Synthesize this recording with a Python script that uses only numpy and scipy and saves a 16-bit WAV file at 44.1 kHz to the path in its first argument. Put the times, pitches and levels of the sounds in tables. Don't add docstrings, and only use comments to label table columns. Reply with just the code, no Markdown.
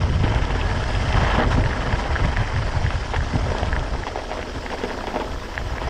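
import sys
import numpy as np
from scipy import signal
from scipy.io import wavfile
from scipy.ndimage import uniform_filter1d

SR = 44100
rng = np.random.default_rng(int(sys.argv[2]) if len(sys.argv) > 2 else 0)


def unload_audio(sound):
    columns = np.transpose(np.atleast_2d(sound))
    steps = np.round(np.clip(columns, -1, 1) * 32767)
    wavfile.write(sys.argv[1], SR, steps.astype(np.int16))


N = 259749
TIME = np.arange(N) / SR


def from_db(db):
    return 10 ** (np.asarray(db) / 20)


def rms_one(x):
    return x / np.sqrt(np.mean(x ** 2) + 1e-20)


def in_time(rows):
    s, *columns = np.transpose(rows)
    return [np.interp(TIME, s, column) for column in columns]


def butter(x, hz, kind, order=2):
    sos = signal.butter(order, np.clip(hz, 10, .45 * SR), kind, fs=SR, output="sos")
    return signal.sosfilt(sos, x + 1e-18)


def lifted(x, hz, width_hz, lift_db):
    band = signal.lfilter(*signal.iirpeak(hz, hz / width_hz, fs=SR), x)
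    return x + (from_db(lift_db) - 1) * band


def drift(rate):
    r = np.exp(-80 * np.pi * rate / SR)
    noise = rng.standard_normal(N // 40 + 2002)
    slow = signal.lfilter([1], [1, -2 * r, r * r], noise)[2000:]
    return np.interp(np.arange(N) / 40, np.arange(len(slow)), rms_one(slow))


def bands(spectrum, count):
    hz, db = np.transpose(spectrum)
    edges = np.geomspace(hz[0], hz[-1], count + 1)
    centres = np.sqrt(edges[1:] * edges[:-1])
    density = from_db(np.interp(np.log(centres), np.log(hz), db))
    gains = density * np.sqrt(np.diff(edges))
    return zip(zip(edges, edges[1:]), centres, gains / np.linalg.norm(gains))


def grains(per_s, spread_db):
    at = np.flatnonzero(rng.random(N) < per_s / SR)
    size = from_db(spread_db * np.minimum(rng.exponential(1, len(at)), 4))
    clicks = np.zeros(N)
    clicks[at] = size * rng.choice([-1, 1], len(at))
    return rms_one(clicks)


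def body(force, modes, contact_hz):
    def respond(x):
        out = 0
        for k, (hz, width, db) in enumerate(modes):
            r = np.exp(-np.pi * width / SR)
            zeros = (1 - r * r) / 2 * np.array([1, 0, -1])
            poles = [1, -2 * r * np.cos(2 * np.pi * hz / SR), r * r]
            out = out + (-1) ** k * from_db(db) * signal.lfilter(zeros, poles, x + 1e-18)
        return butter(out, contact_hz, "low")
    return respond(force) / np.abs(respond(signal.unit_impulse(SR // 10))).max()


def taps(rows):
    force = np.zeros(N)
    for s, db in rows:
        force[round(s * SR)] += from_db(db)
    return force


def rubbed(level, modes, per_s, spread_db, contact_hz):
    return rms_one(body(grains(per_s, spread_db), modes, contact_hz)) * level


def swells(rows, attack_s, release_s):
    power = np.zeros(N)
    for start, length, db in rows:
        age = TIME - start
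        shape = np.clip(age / attack_s, 0, 1) * np.exp(-np.maximum(age - length, 0) / release_s)
        power += (from_db(db) * shape) ** 2
    return np.sqrt(power)


def on_top(steady_db, gain):
    return 10 * np.log10(from_db(steady_db) ** 2 + gain ** 2)


def tock(hz, rise_cycles):
    cycles = hz * np.arange(SR // 4) / SR
    rise = cycles / rise_cycles
    return (rise * np.exp(1 - rise)) ** 3 * np.sin(2 * np.pi * cycles)


# (time [s], relative level [dB])
HEADWIND = [(0, -19), (1.6, -21.5), (2.05, -23.5), (3.9, -25.5), (4.0, -30), (5.5, -30.5), (5.89, -27)]
# (start [s], length [s], relative level [dB])
GUSTS = [(0, 0.22, -19.5), (.21, 0.22, -21), (.49, 0.25, -25), (.94, 0.21, -21.5), (1.14, 0.12, -16.5),
         (1.3, 0.085, -21.5), (1.44, 0.11, -18), (1.54, 0.13, -17), (1.89, 0.058, -16.5),
         (2.09, 0.059, -20), (2.2, 0.091, -16.5), (2.35, 0.081, -17.5), (2.53, 0.15, -19),
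         (2.74, 0.14, -17.5), (2.94, 0.033, -19.5), (3.16, 0.08, -18.5), (3.34, 0.18, -20.5),
         (3.62, 0.2, -20.5), (3.89, 0.11, -22.5), (4.55, 0.051, -27), (5.27, 0.12, -27),
         (5.58, 0.16, -25.5), (5.83, 0.062, -23.5)]
GUST_ATTACK_S, GUST_RELEASE_S = 0.0049, 0.018
# (frequency [Hz], density [dB per Hz])
WIND_SPECTRUM = [(15, 6), (25, -1), (40, 5), (70, 2), (100, -1.5), (135, -9), (165, -15.5), (240, -28.5),
                 (400, -37.5)]


def wind(lump_s=0.08, reach=0.37):
    air_db = on_top(in_time(HEADWIND)[0], swells(GUSTS, GUST_ATTACK_S, GUST_RELEASE_S))
    out = 0
    for edges, hz, gain in bands(WIND_SPECTRUM, count=14):
        lean_db = reach * (air_db - air_db.mean()) * np.log2(hz / 60)
        noise = butter(rng.standard_normal(N + SR), edges, "band")[SR:]
        out = out + gain * from_db(lean_db) * rms_one(noise)
    strength = np.sqrt(uniform_filter1d(out ** 2, int(lump_s * SR)) + 1e-3)
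    return out / strength * from_db(air_db - 2.5)


SIZZLE_PEAK_S, SIZZLE_DB, SIZZLE_WIDTH_S, SIZZLE_FADE_DB = 5.4, -66.5, 0.61, 7


def sizzle():
    away = np.hypot(1, (TIME - SIZZLE_PEAK_S) / SIZZLE_WIDTH_S) - 1
    hiss = butter(rng.standard_normal(N), [11600, 13700], "band", order=1)
    return from_db(SIZZLE_DB - SIZZLE_FADE_DB * away) * rms_one(hiss)


# (time [s], level [dB])
JOLTS = [(.237, -10.5), (.312, -16), (.358, -17.5), (.555, -19), (1.152, -17), (1.222, -13), (1.381, -12.5),
         (1.580, -8.5), (2.248, -16), (3.336, -13), (3.353, -13.5), (3.361, -14), (3.630, -19),
         (3.740, -30), (3.770, -24), (5.848, -27)]
# (frequency [Hz], width [Hz], relative level [dB])
MOUNT_MODES = [(128.5, 57, 7.5), (268, 53, 4), (332, 53, -0.5)]


def mount_jolts():
    return body(taps(JOLTS), MOUNT_MODES, contact_hz=513)


KNOCK_RISE_CYCLES, CLACK_RISE_CYCLES = 1.094, 1.74
CRACK_HZ, CRACK_CYCLES = 2600, 0.81
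SNAP_DB = -9.5
# (time [s], relative level [dB], pitch [Hz])
CLACKS = [(.506, -19, 2010), (.840, -19, 1750), (1.143, -16, 2080), (1.248, -12, 1840), (1.530, -16, 1820),
          (1.639, -13.5, 1950), (1.659, -16, 1700), (1.728, -16, 1500), (1.733, -16, 1750),
          (1.873, -16.5, 1650), (1.927, -12.5, 1850), (2.155, -13.5, 1560), (2.161, -9, 1650),
          (2.365, -14, 1950), (2.37, -10.5, 1830), (2.563, -15.5, 1850), (2.864, -13, 1850),
          (2.905, -24, 1700), (3.162, -12, 1780), (3.206, -17.5, 1700), (3.7285, -10.5, 1710),
          (3.735, -20, 1760), (3.764, -10.5, 1760), (4.036, -16.5, 1820), (4.428, -18.5, 2200),
          (4.663, -16, 1940), (4.702, -19, 1840), (4.836, -19, 1720), (4.904, -18, 1820),
          (5.5775, -8, 1860), (5.782, -17, 1880)]


def cables(bar_hz=760, bar_db=-11):
    out = np.zeros(N + SR)
    snap = from_db(SNAP_DB) * tock(CRACK_HZ, CRACK_CYCLES)
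    bar = from_db(bar_db) * tock(bar_hz, KNOCK_RISE_CYCLES)
    for s, level_db, hz in CLACKS:
        slap = tock(hz, CLACK_RISE_CYCLES) + bar
        out[round(s * SR):][:len(slap)] += from_db(level_db) * slap
        out[round((s + 1 / hz) * SR):][:len(slap)] += from_db(level_db) * snap
    return out[:N]


# (time [s], relative level [dB], hardness [dB per octave])
CHIPS = [(.279, -26, -6), (.348, -20, 4), (.452, -21.5, 2), (.567, -29, 14), (.613, -16, -18),
         (.615, -17, -19), (.840, -23, -1), (.950, -16.5, -18), (1.126, -19, 0), (1.142, -28, 12),
         (2.256, -22, 14), (2.371, -24, 1), (2.904, -23, -13), (3.164, -21, 3), (3.584, -20, 3),
         (3.660, -23, 5), (3.794, -23, 0), (4.068, -24, -15), (4.082, -23, -10), (4.428, -30, -13),
         (4.837, -24, 2), (5.07, -23, -1), (5.200, -22, -6), (5.555, -27, 7), (5.828, -29, -2)]
# (frequency [Hz], width [Hz], relative level [dB])
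CHIP_MODES = [(2620, 140, 19.5), (3270, 210, 21.5), (5160, 2500, 6), (6900, 1500, -11)]


def chips():
    out, snap = np.zeros(N + SR), signal.unit_impulse(SR // 20)
    for s, level_db, hardness in CHIPS:
        modes = [(hz, width, db + hardness * np.log2(hz / 3000)) for hz, width, db in CHIP_MODES]
        out[round(s * SR):][:len(snap)] += from_db(level_db) * body(snap, modes, contact_hz=8040)
    return butter(out[:N], 10000, "low", order=4)


# (time [s], relative level [dB], starting pitch [Hz])
RINGS = [(4.068, -21.5, 1004), (4.735, -26, 885), (4.839, -22.5, 560), (5.206, -21.5, 1035)]
RING_SAG_PER_S, RING_ATTACK_S, RING_T60_S = 14, 0.0025, 0.16


def rings(rough=0.4):
    out, age = np.zeros(N + SR), np.arange(SR // 6) / SR
    envelope = np.minimum(age / RING_ATTACK_S, 1) * from_db(-60 * age / RING_T60_S)
    for s, level_db, hz in RINGS:
        pitch_hz = hz * np.exp(-RING_SAG_PER_S * age)
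        tone = np.sin(2 * np.pi * np.cumsum(pitch_hz) / SR)
        flutter = 1 + rough * rms_one(butter(rng.standard_normal(len(age)), 200, "low"))
        out[round(s * SR):][:len(age)] += from_db(level_db) * envelope * flutter * tone
    return out[:N]


# (start [s], length [s], relative level [dB])
SCRUBS = [(1.16, 0.244, -26.5), (1.415, 0.027, -21.5), (1.5, 0.033, -23.5)]
SCRUB_ATTACK_S, SCRUB_RELEASE_S = 0.0066, 0.0063
# (frequency [Hz], width [Hz], relative level [dB])
SLATE_MODES = [(770, 80, 10), (1050, 330, 6.5), (1266, 330, 7.5), (1900, 260, 0), (3170, 930, -7)]


def slate_scrub():
    level = swells(SCRUBS, SCRUB_ATTACK_S, SCRUB_RELEASE_S)
    return rubbed(level, SLATE_MODES, per_s=900, spread_db=-0.5, contact_hz=4130)


# (time [s], relative level [dB])
TREAD = [(0, -32.5), (2.2, -33), (2.45, -38), (4.3, -34), (4.8, -33.5), (5.5, -37)]
# (start [s], length [s], relative level [dB])
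SLABS = [(.22, 0.26, -34), (1.33, 0.14, -25), (1.54, 0.046, -26), (4.82, 0.084, -30.5), (5.12, 0.11, -29.5)]
SLAB_ATTACK_S, SLAB_RELEASE_S = 0.018, 0.032
# (frequency [Hz], width [Hz], relative level [dB])
TYRE_MODES = [(247, 52, 1.4), (350.6, 54, 0.36), (466, 122, -1.3)]


def drumming():
    tread_db = on_top(in_time(TREAD)[0], swells(SLABS, SLAB_ATTACK_S, SLAB_RELEASE_S))
    return rubbed(from_db(tread_db), TYRE_MODES, per_s=400, spread_db=0.5, contact_hz=850)


# (frequency [Hz], width [Hz], relative level [dB])
FRAME_MODES = [(274, 83, -5.5), (444, 114, 9), (650, 234, 3), (926, 184, 4), (1426, 104, -1.5),
               (2000, 540, -4.5), (2920, 200, -10), (3240, 210, -12.5)]


def frame(blow, hardness):
    modes = [(hz, width, db + hardness * np.log2(hz / 900)) for hz, width, db in FRAME_MODES]
    return body(blow, modes, contact_hz=3750)


def chatter(t60, per_s, level_db, first_db, bounce_s=0.0039):
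    age = np.arange(SR // 4) / SR
    happens = rng.random(len(age)) < per_s / SR
    touches = happens * rng.uniform(-1.47, 1, len(age)) * from_db(level_db - 60 * age / t60)
    touches = touches * np.minimum(age / bounce_s, 1) ** 2
    touches[0] = from_db(first_db)
    return touches


RATTLE_T60_S = .16
KNOCK_Q, KNOCK_LIFT_DB = 18, 2.5
CRACK_DB, THUD_DB, THUD_CONTACT_HZ = -15, -12, 600
# (time [s], relative level [dB], hardness [dB per octave],
# rattle afterwards [dB], pitch of the knock [Hz])
STONES = [(.034, -17.5, -11, -9, 750), (0.227, -21.5, 0.5, 0.5, 700), (.262, -18, -8, -5, 850),
          (.278, -14.5, 5, -27, 770), (.339, -15, 4, -16, 760), (.506, -18, -4, -23, 845),
          (0.554, -16, 1, -21, 456), (0.561, -20, 5, -23, 1200), (1.143, -16, 13, -25, 840),
          (1.222, -14.5, 6, -20, 940), (1.379, -13, 16, -24, 920), (1.574, -15, -3, -14, 990),
          (1.989, -24, 9, -19, 750), (2.251, -15.5, 4, -14, 1010), (2.737, -18, 2, -12, 820),
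          (2.905, -14, 7, -17, 1110), (3.135, -12, 2.5, -4.5, 840), (3.147, -12.5, 4, -22, 910),
          (3.356, -12.5, -14, -7, 640), (3.464, -17.5, -2, -6, 555), (3.517, -12.5, 4, -19, 486),
          (3.550, -14, -5, -11, 844), (3.630, -10.5, 10, -24, 684), (3.786, -23, -5, -18, 665),
          (3.95, -18, -6, -16, 800), (4.067, -13, 7, -10.5, 910), (4.157, -11.5, -1, -14, 770),
          (4.173, -17.5, 2, -5.5, 685), (4.217, -22, 2, -16, 690), (4.303, -25, 6, -5, 705),
          (4.314, -12.5, 2.5, -8, 700), (4.370, -19, 2, -6, 585), (4.390, -15, 3, -17, 520),
          (4.715, -18, 6, -6, 720), (4.735, -20, -7, -6, 845), (4.813, -22.5, 15, -2.5, 496),
          (4.836, -11, 2, -15, 453), (4.845, -24, -7, -19, 784), (4.907, -20.5, -0.5, -2.5, 445),
          (5.039, -15.5, 2, -22, 740), (5.070, -15, 7, -11, 764), (5.079, -15.5, -5, -17, 417),
          (5.141, -14.5, 2, -8.5, 750), (5.159, -11.5, 1.5, -8.5, 840), (5.168, -13, -7, -7, 570),
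          (5.199, -18.5, 4, -5.5, 523), (5.816, -15.5, 1, -14, 925), (5.878, -18.5, -2.5, -2, 770)]


def stones(crack_lean=0.6):
    out = np.zeros(N + SR)
    for s, level_db, hardness, rattle_db, hz in STONES:
        blow = chatter(RATTLE_T60_S, per_s=900, level_db=rattle_db, first_db=-5.5)
        rattle = lifted(frame(blow, hardness), hz, hz / KNOCK_Q, KNOCK_LIFT_DB)
        crack = from_db(CRACK_DB + crack_lean * min(hardness, 3)) * tock(CRACK_HZ, CRACK_CYCLES)
        gain, at = from_db(level_db), round(s * SR)
        out[at:][:len(blow)] += gain * tock(hz, KNOCK_RISE_CYCLES)
        peak_at = at + round(KNOCK_RISE_CYCLES / hz * SR)
        out[peak_at:][:len(blow)] += gain * (crack + rattle)
    blows = taps([(s, db + THUD_DB) for s, db, *_ in STONES])
    thuds = body(blows, TYRE_MODES, THUD_CONTACT_HZ)
    return butter(out[:N], 15000, "low", order=4) + thuds


# (start [s], length [s], relative level [dB])
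SPRAYS = [(1.5, 0.061, -39), (1.96, 0.056, -37.5)]
SPRAY_ATTACK_S, SPRAY_RELEASE_S = 0.012, 0.01
# (frequency [Hz], density [dB per Hz])
GRIT_SPECTRUM = [(2350, -5.5), (2800, -1.5), (3300, 3), (3800, -1), (4200, -1), (4400, 1), (4800, 0.5),
                 (5500, 0), (6100, -6), (7700, -9), (9000, -16), (10000, -22.5), (11000, -26.5),
                 (12300, -40)]


def grit(grit_db, load, patchy_db=2.0):
    level_db = on_top(grit_db + 3, swells(SPRAYS, SPRAY_ATTACK_S, SPRAY_RELEASE_S))
    out = 0
    for edges, hz, gain in bands(GRIT_SPECTRUM, count=32):
        crackle = rms_one(butter(grains(7000, 0.99), edges, "band"))
        out = out + gain * crackle * from_db(patchy_db * drift(27))
    return out * from_db(level_db - 1.72 + 0.88 * load)


def pebbles(crunch_db, fineness, load, per_s=150, below_db=-5.5, rise_cycles=1.16, lean_db=-4.0, clump_db=1.5):
    pitches, ticks = np.geomspace(650, 3000, num=12), 0
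    for hz in pitches:
        hits = grains(per_s / len(pitches), spread_db=-2.5)
        knocks = signal.oaconvolve(hits, tock(hz, rise_cycles))[:N]
        size = from_db((lean_db + fineness) * np.log2(hz / 1200))
        ticks = ticks + size * rms_one(knocks)
    return rms_one(ticks * from_db(clump_db * load)) * from_db(crunch_db + below_db)


# (frequency [Hz], density [dB per Hz])
CRUNCH_SPECTRUM = [(185, 3.5), (250, 5), (310, 0), (480, 3), (900, 3), (1150, -2), (1800, -2), (2100, -3),
                   (2400, -9), (3100, -10.5)]


def gravel(crunch_db, fineness, load, spread_db=3.0, patchy_db=1.5, together=0.76):
    per_s = 1800 * from_db(crunch_db - crunch_db.mean())
    broad, out = grains(per_s, spread_db), 0
    for edges, hz, gain in bands(CRUNCH_SPECTRUM, count=30):
        own = grains(per_s / 2, spread_db)
        clicks = np.sqrt(together) * broad + np.sqrt(1 - together) * own
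        lean_db = fineness * np.log2(hz / 800)
        ring = rms_one(butter(clicks, edges, "band"))
        out = out + gain * ring * from_db(lean_db + patchy_db * drift(28.4))
    return rms_one(out) * from_db(crunch_db + 1.8 * load)


# (time [s], gravel crunch, relative level [dB], fine grit, relative level [dB])
GROUND = [(0.0, -32, -43.5), (.19, -33, -43), (.25, -30, -42.5), (0.51, -29, -42.5), (0.95, -29.5, -39.5),
          (1.16, -27, -39.5), (1.36, -25, -39.5), (1.44, -25, -46), (1.475, -31, -42), (1.51, -27, -42.5),
          (1.6, -28, -42), (1.9, -28, -42), (2.26, -29, -42.5), (3.1, -32, -42), (3.58, -29, -42),
          (3.82, -31, -44.5), (4.15, -33.5, -44), (4.5, -34, -44), (4.69, -32, -43), (5.0, -31, -44),
          (5.49, -34, -45), (5.89, -31, -44)]
# (time [s], lean of the crunch towards the treble [dB per octave])
FINENESS = [(0, 2.8), (.6, 0.9), (1.25, 1.5), (1.5, -1), (1.8, 0.1), (2.5, 1.5), (3.1, 1), (3.5, -1),
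            (4.6, 0.5), (5.2, -2.5), (5.5, 1.1)]


def rolling():
    crunch_db, grit_db = in_time(GROUND)
    fineness, = in_time(FINENESS)
    load = np.minimum(rms_one(butter(drift(18.5), 13.4, "high")), 1)
    return gravel(crunch_db, fineness, load) + grit(grit_db, load) + pebbles(crunch_db, fineness, load)


def scene():
    air = wind() + sizzle()
    parts = cables() + chips() + rings() + stones()
    tyres = slate_scrub() + drumming() + rolling()
    bike = from_db(-3.0) * (parts + tyres)
    return (air + mount_jolts() + bike)[None]


CUTOFF_HZ, FADE_S = 15700, .004
# (frequency [Hz], width [Hz], lift [dB])
HOUSING = [(622.7, 20, 6), (963, 150, 3), (1311, 39, 4.5), (1663, 110, 4), (2310, 110, -2), (2670, 40, 3),
           (3210, 150, 1.5), (5120, 220, 3.5), (5450, 87, -3), (5750, 81, 4.5), (7250, 150, -3.5)]


def record(dry):
    dry = dry * np.clip(np.minimum(TIME, TIME[::-1]) / FADE_S, 0, 1)
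    for hz, width, lift_db in HOUSING:
        dry = lifted(dry, hz, width, lift_db)
    top_cut = signal.ellip(10, .1, 90, CUTOFF_HZ, fs=SR, output="sos")
    return signal.sosfilt(top_cut, butter(dry, 14, "high", order=1))


dry = scene()
out = record(dry)
unload_audio(out)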